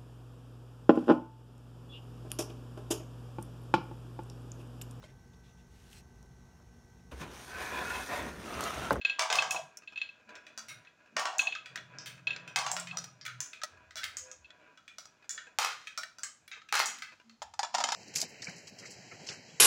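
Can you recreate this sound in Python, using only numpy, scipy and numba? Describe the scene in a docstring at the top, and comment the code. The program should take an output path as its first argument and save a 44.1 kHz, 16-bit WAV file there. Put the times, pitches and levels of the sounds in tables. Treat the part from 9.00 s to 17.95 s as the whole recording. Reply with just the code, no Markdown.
"""Marble run in a small, hard room

Glass marbles roll down a winding groove in a wooden beam, ping against a pin, click through a plastic funnel
and drop into a toy truck or down a tower of bricks, now and then clacking against each other.
At the end a plastic tub of marbles is picked up close to the microphone.
Blows are short noise bursts ringing a body's spectrum, rolling is a stream of tiny knocks, the pin and the
beam are decaying sines; noise echoes make the room, over still air, a faint low drone and brief tones."""
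import sys
import numpy as np
from scipy import signal
from scipy.fft import rfft, irfft
from scipy.io import wavfile
from scipy.ndimage import uniform_filter1d
from numba import njit

SR = 44100
rng = np.random.default_rng(int(sys.argv[2]) if len(sys.argv) > 2 else 0)


def int16_out(signal):
    """Quantize to a 16-bit WAV file."""
    q = np.round(np.clip(np.atleast_2d(signal).T, -1, 1) * 32767)
    wavfile.write(sys.argv[1], SR, q.astype(np.int16))


N = 394682
TAPS = 2048  # length of a body's impulse response, samples
FREQS = np.fft.rfftfreq(TAPS, 1 / SR)
TIME = np.arange(N) / SR


def undb(db):
    """Amplitude for a level in dB."""
    return 10 ** (np.asarray(db) / 20)


def unit(x):
    """Scale to unit energy."""
    return x / np.sqrt(np.sum(x ** 2))


def steady(x):
    """Scale to unit rms."""
    return unit(x) * np.sqrt(N)


def add(out, s, x):
    """Mix x into out from time s on."""
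    i = max(int(s * SR), 0)
    out[i:i + len(x)] += x[:max(N - i, 0)]


def swell(middle_s, length_s):
    """A level that rises, holds and fades."""
    offset = 2 * (TIME - middle_s) / length_s
    return np.exp(-np.minimum(np.square(np.square(offset)), 50))


def fading(s, attack_s, fade_s):
    """A level that rises from time s on and dies away."""
    t = np.maximum(TIME - s, 0)
    return (1 - np.exp(-t / attack_s)) * np.exp(-t / fade_s)


def held(start_s, end_s, edge_s):
    """A level that rises at the start, holds, and falls at the end."""
    return (np.tanh((TIME - start_s) / edge_s) - np.tanh((TIME - end_s) / edge_s)) / 2


def shape(points, rings=()):
    """A spectrum in dB with resonances standing on it."""
    hz, db = np.transpose(points)
    colour = np.interp(np.log(FREQS + 1), np.log(hz), db)
    return colour + sum(lift / (1 + (2 * (FREQS - f) / width) ** 2) for f, width, lift in rings)


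def response(db):
    """Causal (minimum-phase) impulse response of unit energy for a spectrum in dB."""
    cepstrum = irfft(np.log(undb(db)))
    cepstrum[1:TAPS // 2] *= 2
    cepstrum[TAPS // 2 + 1:] = 0
    return unit(irfft(np.exp(rfft(cepstrum))))


def through(x, ring):
    """Pass x through an impulse response."""
    return signal.oaconvolve(x, ring)[:len(x)]


@njit
def bandpass(x, hz, width):
    """State-variable resonance whose centre may move; width is a share of the centre."""
    y, band, low = np.empty(len(x)), 0., 0.
    for i in range(len(x)):
        g = np.tan(np.pi * hz[i] / SR)
        v = (band + g * (x[i] - low)) / (1 + g * (g + width))
        band, low, y[i] = 2 * v - band, low + 2 * g * v, width * v
    return y


# Time to fall by 60 dB: body of the echoes, their treble, and a weak dull tail alongside, with its level
ROOM_T60_S, ROOM_TREBLE_T60_S, ROOM_DULL_T60_S, ROOM_DULL_DB = 0.33, 0.21, 0.3, -23.5


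def room(build_s=0.0059, split_hz=6000):
    """The room's echoes from one spot: they build up, the treble dies first, with a weak dull tail."""
    t = TIME[:SR * 2 // 3]

    def fade(t60):
        """Exponential decay by 60 dB in t60 seconds."""
        return np.exp(-np.log(1000) * t / t60)

    noise = rng.standard_normal(len(t))
    low = signal.sosfilt(signal.butter(1, split_hz, fs=SR, output="sos"), noise)
    lowpass = signal.butter(2, split_hz / 2, fs=SR, output="sos")
    dull = signal.sosfilt(lowpass, rng.standard_normal(len(t)))
    tail = low * fade(ROOM_T60_S) + (noise - low) * fade(ROOM_TREBLE_T60_S)
    tail = tail + undb(ROOM_DULL_DB) * dull * fade(ROOM_DULL_T60_S)
    return unit(tail * (1 - np.exp(-(t / build_s) ** 2)))


def in_room(x, room_db):
    """A sound together with its echoes."""
    return x + undb(room_db) * through(x, room())


def contact(scatter_s, snap, touch_s=.0003):
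    """The marble presses in and snaps, then waves scatter through the thing; even in colour overall."""
    t = TIME[:TAPS]
    burst = unit(rng.standard_normal(TAPS) * np.exp(-t / scatter_s) * (1 - np.exp(-t / touch_s)))
    burst[int(touch_s * SR)] += snap
    uneven = uniform_filter1d(np.abs(rfft(burst)) ** 2, size=33)
    return unit(through(burst, response(-10 * np.log10(uneven))))


def slaps(size, count=5):
    """First echoes off the table and the things on it, 2 to 17 ms late."""
    echoes = np.zeros(TAPS)
    echoes[rng.integers(SR // 500, SR // 60, count)] = size * rng.uniform(-1, 1, count)
    echoes[0] = 1
    return echoes


def spot(uneven_db, spacing_hz=380, count=14):
    """Every spot of a thing favours other modes: a random ripple in dB with a few sharp peaks."""
    knots = np.cumsum(spacing_hz * np.geomspace(.4, 3, num=48))
    zigzag = np.resize([1, -1], len(knots)) * rng.choice([-1, 1])
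    ripple = np.interp(FREQS, knots, zigzag * rng.uniform(0, 2, len(knots)))
    peak_hz = np.geomspace(1100, 8000, num=count) * rng.uniform(.93, 1.07, count)
    peaks = sum(rng.uniform(1, 2) / (1 + ((FREQS - f) / (.012 * f)) ** 2) for f in peak_hz)
    return uneven_db * (ripple + peaks)


def blows(rows, body, walls, scatter_s, snap, room_db, gain_db, slap, tint_db,
          lows_share=0, highs_share=0, ring_hz=1000, ring_width_hz=300, ring_db=0):
    """Each blow rings the body and wakes the room from its own spot; brightness tilts its colour."""
    out = np.zeros(N)

    def blow(s, db, bright_db=0, own_hz=ring_hz, own_room_db=0):
        """One contact; its brightness lifts the top fully, the highs in part, and thins the lows."""
        lows, highs, top = np.array(tint_db) + bright_db * np.array([-lows_share, highs_share, 1])
        tint = shape([(950, lows), (1800, 0.011), (3300, 0), (4800, highs), (7200, highs), (9500, top)])
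        push = undb(room_db + own_room_db) * room()
        push[:TAPS] += unit(through(contact(scatter_s, snap), slaps(slap)))
        colour = shape(body, walls + [(own_hz, ring_width_hz, ring_db)])
        sound = through(push, response(colour + tint + spot(uneven_db=4)))
        # unit energy packed into a hundredth of a second would have unit rms there
        add(out, s, sound * undb(db + gain_db) * np.sqrt(SR / 100))

    for row in rows:
        blow(*row)
    return out


def rattle(body, walls, per_s, spread_db, count=5):
    """Tiny knocks of a rolling marble, uneven in size, shared among a few spots of the body."""
    out = 0
    for _ in range(count):
        hits = (rng.random(N) < per_s / count / SR) * rng.choice([-1, 1], N)
        sizes = undb(spread_db * np.minimum(rng.exponential(size=N), 3))
        out = out + through(hits * sizes, response(shape(body, walls) + spot(uneven_db=4)))
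    return out


# Still air in the room. Each row: frequency in Hz, level in dB.
AIR_COLOUR = [(25, -20), (60, -5), (120, -0.5), (230, -2), (400, -8.5), (1000, -9), (2000, -17),
              (4000, -16), (7200, -17), (8200, -31), (12000, -34), (16000, -38)]
AIR_DB = -73.5
# A faint low drone. Each row: middle in seconds, length in seconds, pitch in Hz, level in dB.
DRONE_SWELLS = [(0.517, 0.36, 141, -65), (1.734, 0.16, 128, -63.5), (2.172, 0.086, 225, -60),
                (3.417, 1.42, 138.4, -61.5), (4.3, 0.28, 135, -65), (4.98, 0.53, 85.4, -66),
                (5.413, 0.07, 72, -67), (7.942, 0.21, 223, -69.5), (8.537, 0.22, 77, -69.5),
                (8.834, 0.18, 242, -60.5)]
DRONE_EDGE_S = 0.029
# Faint tones that swell and fade. Each row: middle in seconds, length in seconds, pitch in Hz, level in dB.
FAINT_TONES = [(1.29, 0.043, 223, -61), (1.625, 0.13, 223, -65), (3.251, 1.0, 174, -66),
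               (3.5, 1.6, 121.6, -63), (3.89, 0.4, 175.5, -52.5), (4.356, 0.089, 123, -51.5),
               (5.283, 0.14, 514, -57.5), (5.697, 0.078, 984, -66), (8.305, 0.11, 227, -58.5)]


def background(drone_width=0.39):
    """Still air as tinted noise, a drone as noise through two resonances, and brief sine tones."""
    noise, drone = rng.standard_normal(N), 0
    for s, length, f, db in DRONE_SWELLS:
        hz = np.full(N, float(f))
        hum = steady(bandpass(bandpass(noise, hz, drone_width), hz, drone_width))
        drone = drone + undb(db) * held(s - length / 2, s + length / 2, DRONE_EDGE_S) * hum
    tones = sum(undb(db) * swell(s, length) * np.sin(2 * np.pi * f * TIME)
                for s, length, f, db in FAINT_TONES)
    air = through(rng.standard_normal(N), response(shape(AIR_COLOUR)))
    return drone + tones + undb(AIR_DB) * air


# One row a marble: leaves the beam in seconds, rolling in the groove in dB, circling the funnel in dB.
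MARBLES = [(1.27, -64, -55.5), (2.45, -64, -58), (3.2, -70.5, -74), (3.62, -65, -67), (4.24, -71.5, -80),
           (4.45, -65.5, -69), (5.68, -65, -67.5), (6.68, -74.5, -66), (7.4, -72.5, -74)]
GROOVE_RUN_S, GROOVE_FADE_S = 1.89, 0.076
FUNNEL_RISE_S, FUNNEL_FADE_S = 0.029, 0.1
CHATTER_DB, CHATTER_S = -25.5, 0.027  # in the groove after a ping, against the level in the ping's row


def rolling_level():
    """Each marble runs the groove, then circles the funnel, and chatters after a ping; powers add."""
    power = 0
    for s, groove_db, funnel_db in MARBLES:
        running = undb(groove_db) * held(s - GROOVE_RUN_S, s, GROOVE_FADE_S)
        # doubled, the rise and fade peak at about one
        circling = undb(funnel_db) * 2 * fading(s, FUNNEL_RISE_S, FUNNEL_FADE_S)
        power = power + running ** 2 + circling ** 2
    for s, db, _ in PINGS:
        power = power + (undb(db + CHATTER_DB) * fading(s, attack_s=0.0015, fade_s=CHATTER_S)) ** 2
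    return np.sqrt(power)


# The wooden groove's colour. Each row: frequency in Hz, level in dB.
GROOVE_BODY = [(150, -15.5), (230, -2), (330, -1), (600, 1.5), (1000, -6.5), (1500, -1), (2200, -11),
               (3300, -13.5), (5000, -23.5), (7500, -28), (9000, -38), (14000, -43.5)]
# Its resonances. Each row: frequency in Hz, width in Hz, lift in dB.
GROOVE_RINGS = [(629.5, 14, 6), (985, 43, 14.5), (1625, 110, 10.5), (1760, 32, 3.5), (2518, 390, 15.5),
                (3450, 54, 1.5), (4340, 70, 5)]
# Light knocks of marbles on the run. Each row: start in seconds, level in dB before gain.
RUN_KNOCKS = [(0.723, -58), (0.821, -40.5), (0.845, -55), (0.923, -37), (1.198, -50), (1.291, -35),
              (1.312, -52), (1.36, -33), (1.41, -53), (1.531, -63), (2.004, -53.5), (2.06, -48),
              (2.91, -56), (3.178, -40), (4.773, -44.5), (6.225, -46.5), (6.243, -44.5), (6.469, -39),
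              (7.571, -40), (8.121, -39), (8.199, -43.5)]
# Tint of these knocks: lows, highs and top, in dB.
RUN_TINT_DB = (-3.5, 7, 3)


def groove(sway_db=5.5, soft_hz=5000):
    """Marbles rumble over the wood grain, their level wavering at random, with light knocks on the run."""
    sway_times = np.arange(0, TIME[-1], 1 / 14)  # a random level 14 times a second
    sway = undb(sway_db * np.interp(TIME, sway_times, rng.standard_normal(len(sway_times))))
    grain = rattle(GROOVE_BODY, GROOVE_RINGS, per_s=1100, spread_db=7) * sway
    # glass on wood is a soft contact: little treble
    grain = signal.sosfilt(signal.butter(2, soft_hz, fs=SR, output="sos"), grain)
    knocks = blows(RUN_KNOCKS, GROOVE_BODY, GROOVE_RINGS, scatter_s=0.0037, snap=0.37, room_db=-15.5,
                   gain_db=-14.0, slap=0.72, tint_db=RUN_TINT_DB)
    return steady(in_room(grain, room_db=1.5)) * rolling_level() + knocks


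# Pings on the pin. Each row: start in seconds, level in dB before gain,
# gap to the first rebound in seconds (0 = a single ping with no computed rebounds).
PINGS = [(0.014, -40, 0), (0.0493, -22.5, 0), (0.097, -27.5, 0), (0.1353, -42.5, 0), (0.3857, -21.5, 0),
         (0.5093, -30.5, 0), (0.5613, -33.5, 0), (0.875, -42, 0), (0.9585, -40.5, 0), (0.9748, -34, 0),
         (1.0153, -30.5, 0), (1.0899, -46, 0), (1.871, -54, 0), (2.393, -20.5, .0777),
         (3.2705, -25.5, .0355), (3.9111, -40, 0), (5.4451, -54, 0), (5.4554, -54.5, 0)]
REBOUND_SHARE, REBOUND_LOSS_DB, SHORTEST_REBOUND_S = .68, 6, .023


def rebounds():
    """Every ping as start and level; in a run of rebounds gaps shrink by a fixed share, the level falls."""
    for s, db, gap in PINGS:
        yield s, db
        while gap > SHORTEST_REBOUND_S:
            s, db, gap = s + gap, db - REBOUND_LOSS_DB, gap * REBOUND_SHARE
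            yield s, db


PIN_HZ = 2591  # mean pitch; each ping is slightly off it
# Modes of the beam that holds the pin. Each row: frequency in Hz, mean level in dB against the pin's note,
# time to fall by 60 dB in seconds.
BEAM_MODES = [(990, -48, .15), (1615, -25, 0.41), (2000, -49, 0.097), (2450, -24, 0.071), (2620, -21, 0.13),
              (3120, -42, .17), (3250, -42.5, .05), (3300, -22.5, .22), (3730, -31.5, 0.17),
              (3640, -21.5, 0.035), (4210, -18, 0.13), (4580, -34.5, 0.19), (4250, -25, 0.074),
              (5580, -30.5, 0.028), (5960, -29.5, 0.044), (7050, -35.5, 0.21)]


def pin(hold_s=0.011, swell_s=0.001, first_share=0.51, touch_s=0.00013,
        tick_db=-12, tick_s=0.0054, room_db=-4, gain_db=4):
    """The pin sings for a hundredth of a second and is choked; the beam's modes ring on."""
    out, t = np.zeros(N), TIME[:SR // 3]
    tick_colour = response(shape([(300, -8.5), (600, -9), (1500, 2.5), (3500, 16), (5000, -4.0),
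                                  (6500, -12), (10000, -28.5), (16000, -44)]))
    for s, db in rebounds():
        rise = 1 + (first_share - 1) * np.exp(-t / swell_s)
        hz = PIN_HZ * (1 + 0.0053 * rng.standard_normal())
        note = np.sin(2 * np.pi * hz * t) * rise * np.exp(-(t / hold_s) ** 4)
        beam = 0
        for f, mode_db, t60 in BEAM_MODES:
            level = undb(mode_db + 2 * rng.standard_normal())
            wave = np.sin(2 * np.pi * (f * t + rng.random()))
            beam = beam + level * wave * np.exp(-np.log(1000) * t / t60)
        tick = undb(room_db) * room()[:len(t)]
        tick[:TAPS] += contact(tick_s, snap=0)
        tick = through(tick, tick_colour) * np.sqrt(np.sum(note ** 2))
        # the contact takes a moment, so the ring starts without a crack
        ring = in_room((note + beam) * (1 - np.exp(-(t / touch_s) ** 2)), room_db=-14.0)
        add(out, s, undb(db + gain_db) * (ring + undb(tick_db) * tick))
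    return out


# The toy truck's colour. Each row: frequency in Hz, level in dB.
TRUCK_BODY = [(200, -29.5), (400, -10.5), (600, 3), (800, 1.5), (1200, 0.5), (1800, -5.5), (2600, -4),
              (3800, -6), (5500, -2), (7200, -7.5), (9000, -19.5), (13000, -36), (16000, -25.5)]
# Its wall resonances. Each row: frequency in Hz, width in Hz, lift in dB.
TRUCK_WALLS = [(640.5, 19, 10), (749, 44, 10.5), (974, 45, 5.5), (1141, 17, 9.5), (1600, 170, 5),
               (1960, 27, 1.5)]
# A marble rolls across the bed. Each row: start in seconds, length in seconds, level in dB before gain.
BED_ROLLS = [(0.186, 0.21, -31.5), (0.327, 0.27, -31), (2.162, 0.21, -33), (2.403, 0.084, -40.5),
             (3.564, 0.21, -32), (3.92, 0.05, -45.5)]
BED_HUM_START_HZ, BED_HUM_END_HZ = 1160, 794
BED_FALL_DB_PER_S, BED_ATTACK_S, BED_RELEASE_S = 36, .004, 0.0099


def truck_bed(rumble_width=0.61, rattle_db=-11, gain_db=-4):
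    """A marble skips quickly over the ribbed bed; its hum sinks and fades as the marble slows."""
    out = 0
    skips = rattle(TRUCK_BODY, TRUCK_WALLS, per_s=900, spread_db=2.5)
    for s, length, db in BED_ROLLS:
        hz = np.interp(TIME, [s, s + length], [BED_HUM_START_HZ, BED_HUM_END_HZ])
        rumble = bandpass(bandpass(skips, hz, rumble_width), hz, rumble_width)
        t = np.maximum(TIME - s, 0)
        level = undb(db - BED_FALL_DB_PER_S * t) * (1 - np.exp(-t / BED_ATTACK_S))
        level = level * np.exp(-np.maximum(t - length, 0) / BED_RELEASE_S)
        out = out + steady(unit(rumble) + undb(rattle_db) * unit(skips)) * level
    return in_room(out, room_db=-14) * undb(gain_db)


# A marble lands and bounces in the bed. Each row: start in seconds, level in dB before gain, brightness in dB.
TRUCK_BLOWS = [(0.1933, -25.5, 4), (0.2097, -34, -6), (0.2209, -35.5, 5.5), (0.3013, -28, -3.5),
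               (0.3261, -27.5, 5.5), (0.3454, -34.5, -26.5), (0.3543, -31, 8), (0.4221, -30.5, -2),
               (0.5457, -34, -12.5), (2.1664, -28, -1.5), (2.1827, -35, -12), (2.194, -36, 9.5),
               (2.2547, -30.5, -2.5), (3.5597, -26, 5.5), (3.5873, -35, 9.5), (3.6642, -33.5, 0),
               (3.7656, -33.5, 1.5)]
# Tint of a blow on the truck: lows, highs and top, in dB.
TRUCK_TINT_DB = (-5, -4.5, -3)


def truck_blows():
    """Marbles land in the truck bed and ring its walls; brighter blows have thinner lows."""
    return blows(TRUCK_BLOWS, TRUCK_BODY, TRUCK_WALLS, scatter_s=0.0027, snap=0.057, room_db=-1,
                 gain_db=-0.5, slap=0.068, tint_db=TRUCK_TINT_DB, lows_share=1.1, highs_share=0.29)


# The glass marbles' colour. Each row: frequency in Hz, level in dB.
GLASS_BODY = [(200, -30), (400, -22), (600, -23), (800, -27), (1200, -5), (1800, -4), (2600, -10.5),
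              (3800, -10), (5500, 1), (7200, -4.5), (9000, -2.5), (13000, -19), (16000, -9.5)]
# Glass on glass. Each row: start in seconds, level in dB before gain, brightness in dB, ring in Hz,
# extra room in dB.
GLASS_CLACKS = [(0.5081, -32, 8, 6640, -1), (0.7717, -43.5, 9, 6240, -18), (2.3835, -32.5, 4.5, 6580, 0.5),
                (2.9857, -42.5, -24, 5400, -1), (3.7153, -30, 3.5, 7300, -5),
                (3.7979, -38.5, 5, 7500, -6.5), (4.2122, -48.5, -35, 4880, -2),
                (4.4043, -33, -1, 6440, -1.5), (5.1693, -35.5, -4, 6920, 0),
                (5.3147, -44.5, -11, 6740, -5.5), (6.2933, -35.5, -2, 6960, 2),
                (7.2334, -34, -7.5, 7470, -2), (7.8582, -32.5, 1.5, 6860, 2)]
# Tint of a clack: lows, highs and top, in dB.
GLASS_TINT_DB = (-2, -5, -5)


def glass_clacks():
    """Two marbles knock together: a sharp snap with one broad high ring."""
    return blows(GLASS_CLACKS, GLASS_BODY, [], scatter_s=0.0031, snap=1.0, room_db=.5, gain_db=-1, slap=0.26,
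                 tint_db=GLASS_TINT_DB, highs_share=0.15, ring_width_hz=1700, ring_db=18)


# The plastic's colour, for chute and funnel too. Each row: frequency in Hz, level in dB.
PLASTIC_BODY = [(200, -12), (400, -25), (600, -0.5), (800, -2.5), (1200, -11), (1800, 4.5), (2600, 2.5),
                (3800, -0.5), (5500, -1.5), (7200, -4.5), (9000, -18.5), (13000, -31), (16000, -22)]
# Its wall resonances. Each row: frequency in Hz, width in Hz, lift in dB.
PLASTIC_WALLS = [(1284, 264, 21.9), (1525, 100, 10), (2310, 37, 4.7), (3400, 99, 6.2), (3860, 520, 4.7),
                 (5880, 86, 4.5), (6050, 450, 1.9)]
# Other knocks on the plastic. Each row: start in seconds, level in dB before gain, brightness in dB,
# ring in Hz, extra room in dB.
PLASTIC_KNOCKS = [(1.3536, -47.5, -5, 5300, -3), (1.6843, -46.5, 15.5, 2210, 10),
                  (1.849, -58, -30, 2050, 1), (2.5512, -35.5, -17, 1290, -4.5),
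                  (2.7578, -35, 5.5, 1780, -5), (2.7744, -41.5, -35, 3520, -1.5),
                  (3.0594, -43.5, 16, 3040, 8.5), (3.3626, -39.5, -18, 4220, -6.5),
                  (4.2521, -41.5, 11, 2320, 4.5), (4.2625, -37, 10, 2100, -18),
                  (4.2795, -42, -15, 1410, 4.5), (4.6166, -42, -7, 1210, -1.5),
                  (4.9081, -50.5, -2, 1600, -1), (4.969, -41, 10.5, 1520, 9), (5.033, -37.5, -3, 1920, 4),
                  (5.04, -33.5, 14.5, 3220, -1), (5.5046, -50.5, -22, 3360, -11),
                  (5.7744, -54, -2, 1280, 0), (6.3768, -40, -27, 1570, 2.5), (7.0332, -36, 6, 1780, -7.5),
                  (7.4785, -50, 18, 2180, -2), (7.5149, -43.5, -20, 2150, 7), (7.6174, -51, -32, 1260, -4),
                  (7.9861, -48, 12, 2200, -5), (8.0214, -37.5, 2.5, 2110, 1.5),
                  (8.296, -54.5, -1, 4300, -0.5)]
# Tint of these knocks: lows, highs and top, in dB.
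PLASTIC_TINT_DB = (-9, 0, 3)


def plastic_knocks():
    """Other knocks on the plastic, each with its own ring."""
    return blows(PLASTIC_KNOCKS, PLASTIC_BODY, PLASTIC_WALLS, scatter_s=0.0034, snap=0.44, room_db=-3.5,
                 gain_db=-1.5, slap=0.18, tint_db=PLASTIC_TINT_DB, highs_share=.15,
                 ring_width_hz=390, ring_db=9.5)


# A marble drops off the end of the beam. Each row: start in seconds, level in dB before gain.
CHUTE_DROPS = [(1.4666, -50), (2.6585, -44), (3.4766, -44), (3.8717, -40.5), (4.5322, -43), (5.8787, -48),
               (6.8711, -40.5), (7.6879, -48)]
# Tint of a drop: lows, highs and top, in dB.
CHUTE_TINT_DB = (-12.5, -2.5, 3)


def chute_drops():
    """Marbles drop onto the plastic chute, which rings near 2500 Hz."""
    return blows(CHUTE_DROPS, PLASTIC_BODY, PLASTIC_WALLS, scatter_s=0.0035, snap=0.44, room_db=-2.5,
                 gain_db=-.5, slap=0.22, tint_db=CHUTE_TINT_DB, ring_hz=2500, ring_width_hz=270, ring_db=14.5)


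# A marble strikes the funnel's wall. Each row: start in seconds, level in dB before gain, extra room in dB.
FUNNEL_HITS = [(1.5766, -39, 3.5), (3.9715, -32, 0), (4.0418, -41.5, -2.5), (4.6351, -32, -11),
               (4.957, -41, 6), (5.9841, -42.5, 1.5), (6.0553, -50, -4), (6.9761, -33, 2.5),
               (7.185, -48, 4)]
# Tint of a hit: lows, highs and top, in dB.
FUNNEL_TINT_DB = (9, 10.5, 16)
FUNNEL_RING_HZ = 5770


def funnel_hits():
    """Marbles click on the wall of the funnel: short scatter, bright, with a high ring."""
    rows = [(s, db, 0, FUNNEL_RING_HZ, wet_db) for s, db, wet_db in FUNNEL_HITS]
    return blows(rows, PLASTIC_BODY, PLASTIC_WALLS, scatter_s=0.0012, snap=0.59, room_db=-5.5, gain_db=-1.0,
                 slap=0.5, tint_db=FUNNEL_TINT_DB, ring_width_hz=420, ring_db=6)


# The brick tower's colour. Each row: frequency in Hz, level in dB.
TOWER_BODY = [(200, -39.5), (400, -18.5), (600, -13), (800, -4.5), (1200, -1.5), (1800, -0.5), (2600, 0.5),
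              (3800, -8), (5500, -4), (7200, -9), (9000, -21), (13000, -29), (16000, -29)]
# Its wall resonances. Each row: frequency in Hz, width in Hz, lift in dB.
TOWER_WALLS = [(950, 23, 1.3), (1378, 300, 4.6), (1423, 106, 3.2), (4070, 540, 7.6)]
# A marble rattles among the bricks. Each row: start in seconds, level near the peak in dB before gain.
BRICK_RATTLES = [(4.999, -54.5), (6.589, -33), (7.728, -30)]
RATTLE_SWELL_S, RATTLE_WIDTH_S, RATTLE_TAIL_DB, RATTLE_TAIL_S = 0.043, 0.042, -12.5, .13


def bricks(gain_db=-3):
    """The marble rattles against the hollow bricks: a quick swell, then a weak tail."""
    knocks = steady(rattle(TOWER_BODY, TOWER_WALLS, per_s=450, spread_db=-4.0))
    level = 0
    for s, db in BRICK_RATTLES:
        bump = np.exp(-np.abs(TIME - s - RATTLE_SWELL_S) / RATTLE_WIDTH_S)
        tail = undb(RATTLE_TAIL_DB) * fading(s, attack_s=.004, fade_s=RATTLE_TAIL_S)
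        level = level + undb(db) * (TIME > s) * (bump + tail)
    return in_room(knocks * level, room_db=-2) * undb(gain_db)


# A marble tumbles down the tower. Each row: start in seconds, level in dB before gain, brightness in dB.
TOWER_BLOWS = [(6.5869, -24.5, 3), (6.621, -36, 2), (6.647, -28, 0.5), (7.7252, -26.5, 1.5),
               (7.7417, -30, 3), (7.7538, -29.5, 7), (7.7932, -30, 8.5), (7.8004, -24.5, -2.5)]
# Tint of a blow on the bricks: lows, highs and top, in dB.
TOWER_TINT_DB = (10.5, -0.5, 10)


def tower_blows():
    """Marbles tumble down the brick tower with hard, snapping blows."""
    return blows(TOWER_BLOWS, TOWER_BODY, TOWER_WALLS, scatter_s=0.0017, snap=0.94, room_db=-2.5,
                 gain_db=-0.5, slap=0.16, tint_db=TOWER_TINT_DB, lows_share=0.15, highs_share=0.94)


# The plastic tub's colour. Each row: frequency in Hz, level in dB.
TUB_BODY = [(200, -30.5), (400, -18.5), (600, -6), (800, 3), (1200, -7.5), (1800, -8.5), (2600, -8.5),
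            (3800, -8), (5500, -4), (7200, -15), (9000, -25.5), (13000, -45.5), (16000, -38)]
# Its wall resonances. Each row: frequency in Hz, width in Hz, lift in dB.
TUB_WALLS = [(614, 36, 4.5), (746, 150, 4.5), (826, 61, -0.5), (935, 124, 11.5), (1304, 140, 9.5),
             (1740, 130, 8.5), (3160, 24, 3), (3514, 53, 7), (6100, 250, 1), (7060, 570, 10.5)]
# Marbles knock about in the tub. Each row: start in seconds, level in dB before gain, brightness in dB.
TUB_BLOWS = [(8.4188, -35, -13), (8.4242, -43.5, 11), (8.5381, -48, 3), (8.5921, -27.5, 2),
             (8.6308, -29.5, -2), (8.6455, -34.5, -6), (8.7423, -31.5, -1), (8.7476, -24.5, 1),
             (8.7827, -29, 2), (8.8028, -31.5, -1), (8.8093, -31.5, -2), (8.8394, -24.5, 3.5),
             (8.8881, -30, -3), (8.9207, -26.5, 6.5), (8.9469, -30, 0)]
# Tint of a blow on the tub: lows, highs and top, in dB.
TUB_TINT_DB = (1.5, -0.5, 3)


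def tub_blows():
    """Marbles knock about in the tub, close to the microphone: long scatter and little room."""
    return blows(TUB_BLOWS, TUB_BODY, TUB_WALLS, scatter_s=0.0057, snap=0.42, room_db=-11.5, gain_db=-0.5,
                 slap=0.11, tint_db=TUB_TINT_DB, lows_share=0.16, highs_share=0.2)


SLIDE_START_S, SLIDE_DB = 8.745, -40.5


def sliding():
    """Between the knocks the marbles scrape over the floor of the lifted tub."""
    scrape = steady(rattle(TUB_BODY, TUB_WALLS, per_s=430, spread_db=1.5, count=2))
    return scrape * undb(SLIDE_DB) * held(SLIDE_START_S, TIME[-1] + 1, edge_s=0.011)


def scene():
    """The quiet room, the rolling and the pings, with blows on truck, glass, plastic, tower and tub."""
    beam = groove() + pin()
    truck = truck_bed() + truck_blows()
    plastic = plastic_knocks() + chute_drops() + funnel_hits()
    tower = bricks() + tower_blows()
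    tub = tub_blows() + sliding()
    return (background() + beam + truck + glass_clacks() + plastic + tower + tub)[None]


TOP_HZ = 15950


def record(dry):
    """The recorder thins the deepest bass and cuts the very top."""
    thin = signal.sosfilt(signal.butter(2, 48, "high", fs=SR, output="sos"), dry)
    return signal.sosfilt(signal.ellip(10, .2, 80, TOP_HZ, fs=SR, output="sos"), thin)


dry = scene()
out = record(dry)
int16_out(out)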